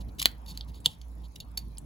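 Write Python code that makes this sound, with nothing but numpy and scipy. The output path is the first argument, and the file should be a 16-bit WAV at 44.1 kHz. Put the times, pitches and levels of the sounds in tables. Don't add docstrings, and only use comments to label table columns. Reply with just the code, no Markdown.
import sys
import numpy as np
from scipy import signal
from scipy.fft import rfft, irfft, next_fast_len
from scipy.io import wavfile
from scipy.ndimage import uniform_filter1d, map_coordinates

SR = 44100
rng = np.random.default_rng(int(sys.argv[2]) if len(sys.argv) > 2 else 0)


def linear_from_db(decibels):
    return 10 ** (np.asarray(decibels, float) / 20)


def wav_record(signal):
    frames = np.transpose(np.atleast_2d(signal))
    bounded = np.clip(frames, -1, 1)
    quanta = np.round(bounded * 32767).astype(np.int16)
    wavfile.write(sys.argv[1], SR, quanta)


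N = 81585
LEAD = 60


def snaps():
    # start_s, peak_db, pitch_hz, brightness_db, crack_ms
    snap_table = [(0.2156, -22.5, 3900, -25, 1.4), (0.2261, -26.5, 4320, -9.5, 1.6),
                  (0.2567, 0, 3955, -14, 0.089), (0.3148, -51, 3050, -9, 0.71),
                  (0.574, -26, 4430, -19.5, 0.97), (.6093, -23.5, 3330, -33, 0.164),
                  (0.744, -41.5, 3770, -26, 0.39), (.802, -45, 8100, -27, 12),
                  (0.859, -1.5, 3512, -44.5, 0.31), (0.8579, -14, 7350, -41, 3.3),
                  (0.8598, -18.5, 9240, -14, 1.2), (1.0146, -38.5, 3350, -21, 0.42),
                  (1.0164, -46.5, 6200, -31, 3.6), (1.7719, -40, 5000, -26, 1.02),
                  (1.7834, -19.5, 8700, -34.5, 0.126), (1.781, -34.5, 3930, -28, 0.24)]
    ring_q, delay_s = 3.74, 0.00037
    out = np.zeros((2, N))
    t = np.arange(1500) / SR
    for start_s, peak_db, pitch_hz, bright_db, crack_ms in snap_table:
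        decay = np.exp(-t / (crack_ms / 2000))
        onset = 1 - np.exp(-t / 0.0003)
        crack, *board = rng.standard_normal((3, len(t))) * decay * onset
        body_db = 3.5 - 42.5 * (pitch_hz > 5500)

        def ringing(f):
            return resonance(f, pitch_hz, pitch_hz / ring_q) ** 2 - linear_from_db(body_db) * holder(f)

        ring = filtered(crack, ringing)
        sharp = filtered(np.pad(crack, (LEAD, 0)), edge)[LEAD:]
        snap = ring / abs(ring).max() + linear_from_db(bright_db + 23.5) * sharp / abs(sharp).max()
        add(out, start_s + delay_s, space(linear_from_db(peak_db - 3) * snap))

        thud = filtered(np.array(board), lambda f: resonance(f, 1440, 3800) ** 2)
        thud = thud / abs(thud).max(axis=1, keepdims=True)
        add(out, start_s + delay_s, linear_from_db(peak_db - 23.5 + body_db) * thud)
    return out


def knocks():
    # start_s, peak_db, pitch_hz, t60_s
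    knock_table = [
        (.2172, -22, 1050, 0.0089),
        (.257, -23.5, 554, 0.012),
        (.257, -45, 75, .3),
        (0.259, -40.5, 261, 0.1002),
        (.8595, -29, 947, 0.026),
        (0.8603, -35, 500, 0.04),
        (.861, -29.5, 144, 0.061),
        (.86, -32, 264.7, 0.037),
        (1.576, -41.5, 950, 0.028),
    ]
    out = np.zeros((2, N))
    t = np.arange(2 * (SR // 10)) / SR
    for start_s, peak_db, pitch_hz, t60_s in knock_table:
        onset = 1 - np.exp(-t * pitch_hz)
        add(out, start_s, space(linear_from_db(peak_db - 60 * t / t60_s) * np.sin(2 * np.pi * pitch_hz * t) * onset))
    return out


def scrapes():
    # start_s, length_s, level_db, brightness_db, spring_db
    scrape_table = [(.002, 0.023, -54.5, -2.5, -7), (0.081, 0.023, -61, -8, -10),
                    (0.183, 0.039, -44, 0.5, -13.5), (.194, 0.0095, -32.5, -1.5, -13.5),
                    (0.217, 0.0047, -45, 16, -14), (0.2228, 0.01, -44.5, 13, -7),
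                    (0.242, .022, -41, -24, -6), (0.46, 0.0074, -51, 0, -20), (0.471, 0.0597, -52.5, -2, 6),
                    (0.515, 0.12, -63, -0.5, -19), (.612, 0.041, -65, -30, -27),
                    (0.674, 0.039, -62, 0.5, -22), (0.732, 0.068, -61.5, -7, 1.5),
                    (0.843, 0.023, -43.5, -5, -25), (0.876, 0.085, -60, -0.5, -5),
                    (1.027, .02, -73.5, -11, -15), (1.168, 0.11, -82, 1, -8),
                    (1.232, 0.039, -58.5, -27, -2.5), (1.357, 0.0069, -46, 1, -7),
                    (1.401, 0.0083, -42.5, -6.5, 5), (1.407, 0.032, -58.5, -22.5, -11),
                    (1.573, 0.009, -40.5, 7.5, 10.5), (1.588, 0.0065, -59, 12.7, -17.5),
                    (1.583, 0.047, -64.5, -4.5, 6)]
    out = np.zeros((2, N))
    grit = rng.standard_normal(N) * linear_from_db(2.5 * wobble(900))
    holder_rms, edge_rms, spring_rms = [np.std(filtered(grit, colour)) for colour in (holder, edge, spring)]
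    for start_s, length_s, level_db, bright_db, spring_db in scrape_table:
        progress = np.arange(round(length_s * SR)) / (length_s * SR)
        swell = np.sin(np.pi * progress ** 0.8) ** 0.9
        rub = grit[round(start_s * SR):][:len(progress)] * swell
        rub = np.pad(rub, (LEAD, SR // 10))

        def driven(f):
            hard = linear_from_db(bright_db) * edge(f) / edge_rms
            coil = linear_from_db(spring_db) * spring(f) / spring_rms
            return holder(f) / holder_rms + hard + coil

        add(out, start_s, space(linear_from_db(level_db) * filtered(rub, driven)[LEAD:]))
    return out


def holder(f):
    # pitch_hz, width_hz, level_db
    modes = [(2850, 300, -10), (3400, 550, -5), (3950, 500, -1.5), (4450, 400, .1)]
    total = 0
    for k, (pitch_hz, width_hz, level_db) in enumerate(modes):
        total = total + (-1) ** k * linear_from_db(level_db) * resonance(f, pitch_hz, width_hz)
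    return total * resonance(f, 3000, 2000)


def edge(f):
    # frequency_hz, level_db
    edge_colour = [(900, -32), (1900, 0.5), (5000, -3.5), (6800, -3.1), (8500, -0.5), (12000, -2.9),
                   (15000, -1.5), (16300, -17.5), (16900, -109)]
    return linear_from_db(along(edge_colour, f))


def spring(f):
    # pitch_hz, level_db, t60_s
    coil_modes = [(4450, .1, .011), (4480, -19, .08), (6800, -15, .007), (10100, -17, .007),
                  (11900, -17, .007)]
    return sum(linear_from_db(level_db) * resonance(f, pitch_hz, np.log(1000) / np.pi / t60_s)
               for pitch_hz, level_db, t60_s in coil_modes)


def space(x):
    # frequency_hz, t60_s
    room_decay = [(300, 0.51), (3500, 0.21), (8000, 0.16), (16000, .2)]
    # frequency_hz, likeness
    tail_likeness = [(300, 0.2), (2500, .3), (5500, 0.74), (7500, 0.89), (16000, 0.87)]
    room_db, tilt_db, desk_db, desk_t60_s = -19.5, 0.1, -9.5, 0.035
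    hz, t, z = signal.stft(rng.standard_normal((2, SR // 4)), SR, nperseg=128)
    alike = np.clip(along(tail_likeness, hz), 0, 1)[:, None]
    z = np.array([z[0], alike * z[0] + np.sqrt(1 - alike ** 2) * z[1]])

    colour_db = room_db + tilt_db * np.log2(hz[:, None] / 4000 + 0.033)
    room = linear_from_db(colour_db - 60 * t / along(room_decay, hz)[:, None]) / np.sqrt(0.3)
    desk = linear_from_db(desk_db - 60 * t / desk_t60_s) / np.sqrt(desk_t60_s)
    tail = signal.istft(z * (room + desk), SR, nperseg=128)[1] * np.sqrt(2 * np.log(1000) / SR)
    tail[:, :60] = 0
    tail[:, 0] = 1
    return signal.fftconvolve(x[None], tail, axes=1)


def hum():
    # time_s, pitch_hz, level_db
    motor = [(0.0, 55.55, -36.5), (0.184, 56.41, -52.5), (0.236, 56.83, -47.5), (0.704, 56.88, -40),
             (0.942, 58.1, -57.5), (1.024, 57.37, -42.5), (1.298, 56.57, -42), (1.328, 57.53, -54.5),
             (1.494, 57.04, -44), (1.762, 52.7, -43.5), (1.818, 54.3, -50.5), (1.85, 56.3, -44)]
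    # multiple, level_db
    harmonics = [(3, -19.5), (5, -29)]
    pan_db = -4.5
    time_s, pitch_hz, level_db = np.transpose(motor)
    t = np.arange(N) / SR
    phase = 2 * np.pi * np.cumsum(np.interp(t, time_s, pitch_hz)) / SR
    tone = linear_from_db(np.interp(t, time_s, level_db) + 0.53 * wobble(25)) * np.sin(phase + 0.33 * wobble(11))
    for multiple, harmonic_db in harmonics:
        flicker = linear_from_db(np.mean(level_db) + harmonic_db + 2.3 * wobble(5))
        tone = tone + flicker * np.sin(multiple * phase + 2.2 * wobble(9.21))
    return np.sqrt(2) * tone * linear_from_db([[pan_db / 2], [-pan_db / 2]])


def ticks():
    period_s, echo_s = 0.033367, 0.0013
    at = np.arange(0.01725, N / SR, period_s)
    chance = rng.standard_normal((len(at), 3))
    at = at + 0.0015 * chance[:, 0]
    pulses = np.zeros(N + SR)
    pulses[np.round(at * SR).astype(int)] = linear_from_db(1.5 * chance[:, 1])
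    pulses[np.round((at + echo_s) * SR).astype(int)] = -linear_from_db(-4.5 + 3 * chance[:, 2])
    ring = filtered(pulses[:N], lambda f: resonance(f, 11000, 4100) ** 2 * (f < 16000))
    return linear_from_db(-56 + 9.5) * 3 * ring


def rumble():
    # frequency_hz, density_db (per Hz)
    rumble_colour = [(20, -19.5), (45, 2), (80, 2.5), (170, -4), (280, -8), (380, -18), (950, -18),
                     (1400, -30), (2600, -35.5), (3500, -89.5)]
    # time_s, level_db
    rumble_swell = [(0, 4.5), (.3, 2), (.6, 2.6), (.8, 0), (1.1, -0.5), (1.5, -0.6), (1.85, -0.5)]
    swell_db = np.interp(np.arange(N) / SR, *np.transpose(rumble_swell))
    return linear_from_db(-50 + swell_db) * rush(rumble_colour, patchy_db=3.0)


def hiss():
    # frequency_hz, level_db
    hiss_colour = [(1000, -17), (2000, -8.8), (4000, -4), (7000, -8.5), (10000, -8.5), (15500, -10.5),
                   (16100, -14), (16400, -58.5)]
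    return linear_from_db(-70.5) * rush(hiss_colour, patchy_db=4.2)


def rush(spectrum, patchy_db):
    # frequency_hz, likeness
    likeness = [(50, .95), (200, .8), (700, .2), (5500, .1), (7800, .995), (16000, .995)]
    z = signal.stft(rng.standard_normal((2, N)), nperseg=512)[2]
    field = uniform_filter1d(rng.standard_normal(z.shape[1:]), size=5, axis=0)
    field = uniform_filter1d(field, size=10, axis=1)
    pair = signal.istft(z * linear_from_db(patchy_db * unit(field)), nperseg=512)[1][:, :N]

    def colour(f):
        angle = np.arccos(np.clip(along(likeness, f), -1, 1)) / 2
        return linear_from_db(along(spectrum, f)) * [np.cos(angle), np.sin(angle)]

    mid, side = filtered(pair, colour)
    return unit(np.array([mid + side, mid - side]))


def resonance(f, hz, width_hz):
    return 1j * f * width_hz / (hz * hz - f * f + 1j * f * width_hz)


def filtered(x, response):
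    n = x.shape[-1]
    m = next_fast_len(n + 3000)
    return irfft(rfft(x, m) * response(np.fft.rfftfreq(m, 1 / SR)), m)[..., :n]


def along(points, hz):
    f, v = np.transpose(points)
    return np.interp(np.log(hz + 1), np.log(f + 1), v)


def wobble(rate):
    knots = rng.standard_normal(int(N * rate / SR) + 4)
    return map_coordinates(knots, [np.arange(N) * rate / SR])


def unit(x):
    return x / np.sqrt(np.mean(x ** 2) + 1e-20)


def add(track, s, x):
    part = track[..., round(s * SR):][..., :x.shape[-1]]
    part += x[..., :part.shape[-1]]


def scene():
    return snaps() + knocks() + scrapes() + hum() + ticks() + rumble() + hiss()


def roll_off(x):
    return signal.sosfilt(signal.butter(12, 17010, fs=SR, output="sos"), x)


def record(dry):
    # frequency_hz, right_lead_rad
    port_phase = [(0, 0), (250, -.2), (700, -1.6), (3800, -6.3), (5200, -7.5), (6500, -6.4), (8500, -3.14),
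                  (11000, 0), (13600, 3.14), (17000, 7.4)]
    # frequency_hz, left_over_right_db
    port_level = [(300, 0.5), (1000, 1.5), (2500, 1.77), (4300, -3.5), (6500, -0.7), (16000, 1)]

    def ports(f):
        phase = np.interp(f, *np.transpose(port_phase))
        left = linear_from_db(along(port_level, f) / 2) * np.exp(-0.5j * phase)
        return np.array([left, 1 / left]) * (f < 16900)

    return roll_off(filtered(dry, ports))


dry = scene()
out = record(dry)
wav_record(out)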